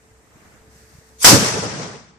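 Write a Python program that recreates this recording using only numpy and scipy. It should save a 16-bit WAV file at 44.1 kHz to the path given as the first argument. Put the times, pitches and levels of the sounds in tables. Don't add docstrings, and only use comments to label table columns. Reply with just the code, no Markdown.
import sys
import numpy as np
from scipy import signal
from scipy.fft import rfft, irfft, next_fast_len
from scipy.io import wavfile
from scipy.ndimage import uniform_filter1d, map_coordinates

SR = 44100
rng = np.random.default_rng(int(sys.argv[2]) if len(sys.argv) > 2 else 0)


def boost_factor(decibels):
    exponent = np.asarray(decibels, float) / 20
    return 10 ** exponent


def generate_wav(signal):
    frames = np.transpose(np.atleast_2d(signal))
    scaled = np.clip(frames, -1, 1) * 32767
    pcm = np.round(scaled).astype(np.int16)
    wavfile.write(sys.argv[1], SR, pcm)


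N = 96182

# (time [s], level [dB])
SCATTER = [(1.245, -2), (1.3, -6.5), (1.385, -18), (1.49, -21.5), (1.53, -25), (1.68, -30), (1.83, -32),
           (1.96, -40), (2.18, -59)]
# (frequency [Hz], level [dB])
SCATTER_COLOUR = [(80, -26), (300, -6), (1300, -0.5), (2900, -5.5), (5000, -2.5), (8000, -8), (13000, -9.5),
                  (16000, -12.5)]
# (frequency [Hz], loss [dB/s])
AIR_LOSS = [(300, -6.5), (2000, 0.5), (5000, 9.5), (8000, 14.5), (12000, 46), (16000, 72.5)]
# (time [s], level [dB])
FIZZ = [
    (.66, -85),
    (.715, -61),
    (.77, -56),
    (.85, -58.5),
    (.97, -57.5),
    (1.05, -59.5),
    (1.17, -61),
    (1.25, -61),
    (1.3, -100),
]
# (frequency [Hz], level [dB])
FIZZ_COLOUR = [(200, -19.5), (900, -9), (1700, 5), (3000, -9), (4600, -2), (8000, -6.5), (13000, -9.5),
               (16000, -13)]
# (frequency [Hz], level [dB])
JET_COLOUR = [(150, -25), (600, -13), (1800, -6), (3000, -7), (4300, -1), (6500, -1), (10000, -6),
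              (16000, -12.5)]
# (time [s], thud level [dB], smear [s])
BANKS = [(1.275, -15.5, 0.016), (1.329, -13.5, 0.033), (1.358, -16.5, .025), (1.441, -24.5, 0.045),
         (1.485, -25.5, 0.031), (1.545, -27, 0.046), (1.576, -29.5, 0.02), (1.64, -26.5, 0.061),
         (1.73, -35, .06), (1.805, -35, .07), (1.87, -36.5, 0.08), (1.94, -41.5, 0.053)]
# (frequency [Hz], level [dB])
BANK_COLOUR = [(60, -40.5), (130, -5), (210, -7.5), (300, -6.5), (450, 4.5), (650, -5.5), (1300, -9),
               (3000, -31.5)]
# (frequency [Hz], level [dB])
BOOM = [(122, -11), (184, -12), (268, -15), (316, -15), (560, -17)]
# (time [s], level [dB])
ROLL = [(1.25, -28.5), (1.3, -22), (1.338, -17), (1.4, -22), (1.5, -29.5), (1.6, -29), (1.84, -34),
        (2.07, -53), (2.18, -58.5)]
# (frequency [Hz], level [dB])
ROLL_COLOUR = [(35, -36), (65, -17.5), (105, 0), (190, -2), (300, -11), (600, -16.5), (1500, -27.5),
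               (4000, -49.5)]
# (time [s], peak level [dB], frequency [Hz])
TICKS = [
    (1.8304, -29.5, 5590),
    (1.839, -33, 6210),
    (2.0464, -53.5, 5680),
]
# (time [s], peak level [dB], frequency [Hz])
PUFFS = [(0.119, -46, 90), (.36, -46, 151), (.615, -46, 80), (.683, -42.5, 130), (.763, -43, 150),
         (.941, -43, 110), (.955, -42, 120), (.988, -37.5, 119)]
# (frequency [Hz], rms level [dB])
DRONE = [(66, -64.5), (110, -72), (222, -73.5), (443, -66)]
# (time [s], level [dB])
DRONE_SWELL = [(0, -6), (.14, 2), (.25, -12.5), (.5, -14.5), (.66, 4), (.85, 4), (.97, -6), (1.13, 3),
               (2.18, -0.5)]
# (frequency [Hz], level [dB per Hz])
AMBIENCE = [(20, -22.5), (65, -2), (150, -8), (400, -10.5), (900, -14.5), (1900, -15.5), (3200, -26),
            (15000, -34)]
# (frequency [Hz], likeness [-1 to 1])
ALIKE_NEAR = [(60, 0.51), (290, .75), (640, 0.6), (1400, 0.02), (15000, 0)]
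# (frequency [Hz], likeness [-1 to 1])
ALIKE_FAR = [(60, .85), (290, .75), (640, .55), (1400, -.25), (15000, -0.05)]
# (frequency [Hz], width [Hz], lift [dB], gain [dB])
PORTS = [
    (5860, 1100, 7, 0.5),
    (7800, 1080, 6.5, 0.5),
]
# (time [s], highest frequency kept [Hz])
TREBLE_LIMIT = [(0, 14400), (1.2, 14300), (1.24, 14650), (1.37, 14200), (1.42, 12800), (1.6, 11330),
                (1.68, 10400), (1.95, 10020), (2.18, 8500)]

TIME = np.arange(N) / SR
FIRE_S = 1.2446


def unit(x):
    return x / np.sqrt(np.mean(x ** 2) + 1e-20)


def along(points, hz):
    f, v = np.transpose(points)
    return np.interp(np.log(hz + 1), np.log(f + 1), v)


def curve(rows):
    return np.interp(TIME, *np.transpose(rows), left=-120)


def wobble(rate):
    points = rng.standard_normal(int(N * rate / SR) + 4)
    return map_coordinates(points, [np.arange(N) * rate / SR])


def filtered(x, response):
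    m = next_fast_len(N + SR // 2)
    return irfft(rfft(x, m) * response(np.fft.rfftfreq(m, 1 / SR)), m)[..., :N]


def rush(spectrum, alike, patchy_db, spiky_db=0):
    grain = rng.standard_normal((2, N)) * boost_factor(spiky_db * wobble(900))
    z = signal.stft(grain, nperseg=256)[2]
    patches = uniform_filter1d(rng.standard_normal(z.shape[1:]), 4, 0)
    patches = unit(uniform_filter1d(patches, 8, 1))
    pair = signal.istft(z * boost_factor(patchy_db * patches), nperseg=256)[1][:, :N]

    def response(hz):
        angle = np.arccos(np.clip(along(alike, hz), -1, 1)) / 2
        return boost_factor(along(spectrum, hz)) * [np.cos(angle), np.sin(angle)]

    mid, side = filtered(pair, response)
    return unit(np.array([mid + side, mid - side]))


def scatter():
    wash = rush(SCATTER_COLOUR, ALIKE_NEAR, patchy_db=1.3, spiky_db=0.5)
    hz, s, z = signal.stft(wash, SR, nperseg=256)
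    late = np.maximum(s - FIRE_S, 0)
    lean_db = 4 * np.minimum(late / 0.3, 1)
    z[0] *= boost_factor(lean_db / (1 + ((hz[:, None] - 5900) / 900) ** 2))
    z = z * boost_factor(-along(AIR_LOSS, hz)[:, None] * late)
    dulled = signal.istft(z, SR, nperseg=256)[1][:, :N]
    return dulled * boost_factor(curve(SCATTER) + 0.7 * wobble(40.01))


def shot():
    FRONT_DB, FRONT_S = -10.5, 0.0015
    PUSH_DB, PUSH_S = -24.5, 0.012
    since = np.maximum(TIME - FIRE_S, 0)
    u, v = since / FRONT_S, since / PUSH_S
    front = -boost_factor(FRONT_DB) * (1 - u) * np.exp(-u) * (TIME >= FIRE_S)
    push = boost_factor(PUSH_DB) * np.array([[1], [0.3]]) * v * np.exp(1 - v)
    return front + push + scatter()


def priming():
    JET_DB, JET_RISE_DB_PER_S, JET_FALL_DB_PER_S = -17.5, 850.5, 300
    JET_FULL_S, JET_END_S = 1.2322, 1.245
    fizz = rush(FIZZ_COLOUR, ALIKE_NEAR, patchy_db=1.0)
    fizz = fizz * boost_factor(curve(FIZZ) + 0.6 * wobble(25))
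    jet_db = JET_DB - JET_RISE_DB_PER_S * np.maximum(JET_FULL_S - TIME, 0)
    jet_db = jet_db - JET_FALL_DB_PER_S * np.maximum(TIME - JET_END_S, 0)
    return fizz + boost_factor(jet_db) * rush(JET_COLOUR, ALIKE_NEAR, patchy_db=5.0)


def banks():
    power = 0
    for start, db, smear in BANKS:
        rise_s = smear / 3
        u = np.maximum(TIME - start + rise_s, 0) / rise_s
        power = power + (boost_factor(db) * u * np.exp(1 - u)) ** 2
    return np.sqrt(power) * rush(BANK_COLOUR, ALIKE_FAR, patchy_db=2.2, spiky_db=2.2)


def boom():
    PEAK_S, RISE_S, T60_S = 1.34, 0.024, 0.19
    t = TIME - PEAK_S
    shape = np.where(t < 0, np.exp(-(t / RISE_S) ** 2), boost_factor(-60 * np.abs(t) / T60_S))
    ring = 0
    for hz, db in BOOM:
        phase = rng.uniform(0, 6) + rng.normal(0, 0.6, (2, 1))
        ring = ring + boost_factor(db + 1.5 * wobble(30)) * np.sin(2 * np.pi * hz * t + phase)
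    return shape * ring


def roll():
    return boost_factor(curve(ROLL)) * rush(ROLL_COLOUR, ALIKE_FAR, patchy_db=0.8, spiky_db=1.2)


def ticks():
    T60_S, TICK_DB, WIDTH_HZ = 0.012, -5, 1300
    total = 0
    for start, db, pitch in TICKS:
        noise = filtered(rng.standard_normal(N), lambda hz: np.exp(-((hz - pitch) / WIDTH_HZ) ** 2))
        fade_db = -60 * np.abs(TIME - start - 0.001) / T60_S
        total = total + boost_factor(db + TICK_DB + fade_db) * unit(noise)
    return total


def ping():
    PING_S, PING_DB, LENGTH_S = 1.545, -31, 0.006
    PING_HZ, FALL_HZ_PER_S = 2550, 40000
    t = TIME - PING_S
    cycles = PING_HZ * t - FALL_HZ_PER_S * t ** 2 / 2
    return boost_factor(PING_DB) * np.exp(-(t / LENGTH_S) ** 2) * np.sin(2 * np.pi * cycles)


def drone():
    total = 0
    for hz, db in DRONE:
        strength = boost_factor(db + 6.5 + 2.2 * wobble(23))
        drifting_s = np.cumsum(1 + 0.0044 * wobble(25)) / SR
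        total = total + strength * np.sin(2 * np.pi * hz * drifting_s)
    return total * boost_factor(curve(DRONE_SWELL))


def puffs():
    PUFF_S = 0.0041
    total = 0
    for middle, db, hz in PUFFS:
        t = TIME - middle
        pulse = np.exp(-(t / PUFF_S) ** 2) * np.cos(2 * np.pi * hz * t)
        total = total + boost_factor(db + rng.normal(0, 1.9, (2, 1))) * pulse
    return total


def background():
    AIR_DB, HISS_DB, HISS_HZ, HISS_WIDTH_HZ = -55, -70, 7400, 2200
    DUCK_AT_S, DUCK_DB, HISS_DUCK_DB = 1.5, -4.5, -7
    ducked = TIME > DUCK_AT_S
    air = boost_factor(AIR_DB + 1.6 * wobble(4.4)) * rush(AMBIENCE, ALIKE_NEAR, patchy_db=1.5)
    noise = rng.standard_normal((2, N))
    hiss = unit(filtered(noise, lambda hz: np.exp(-((hz - HISS_HZ) / HISS_WIDTH_HZ) ** 2)))
    hiss = hiss * boost_factor(HISS_DB + HISS_DUCK_DB * ducked)
    return (air + hiss + drone() + puffs()) * boost_factor(DUCK_DB * ducked)


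def scene():
    return shot() + priming() + banks() + boom() + roll() + ticks() + ping() + background()


def ports(hz):
    RIGHT_TREBLE_DB, TREBLE_HZ = 2.2, 9000
    gains = [boost_factor(gain + lift / (1 + ((hz - centre) / width) ** 2)) for centre, width, lift, gain in PORTS]
    right_db = RIGHT_TREBLE_DB / (1 + (TREBLE_HZ / (hz + 1)) ** 4)
    return np.array(gains) * boost_factor([0 * hz, right_db])


def lose_treble(x):
    JITTER_HZ, STRAY_SHARE, STRAY_REACH_HZ = 249.7, 0.035, 1400
    hz, s, z = signal.stft(x, SR, window="cosine", nperseg=2048, noverlap=1024)
    hz = hz[:, None]
    limit_hz = np.interp(s, *np.transpose(TREBLE_LIMIT))
    limit_hz = limit_hz + JITTER_HZ * rng.standard_normal((2, 1, len(s)))
    stray = rng.random((2, 65, len(s))) < STRAY_SHARE
    stray = np.repeat(stray, 16, axis=1)[:, :len(hz)]
    stray = stray & (hz < np.minimum(limit_hz + STRAY_REACH_HZ, TREBLE_LIMIT[0][1]))
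    z = z * ((hz < limit_hz) | stray)
    return signal.istft(z, SR, window="cosine", nperseg=2048, noverlap=1024)[1][:, :N]


def band_limit(x):
    return signal.sosfilt(signal.butter(12, 15390, fs=SR, output="sos"), x)


def record(dry):
    CEILING = 1.1
    clipped = np.clip(filtered(dry, ports), -CEILING, CEILING)
    mix = lose_treble(clipped)
    return band_limit(mix)


dry = scene()
out = record(dry)
generate_wav(out)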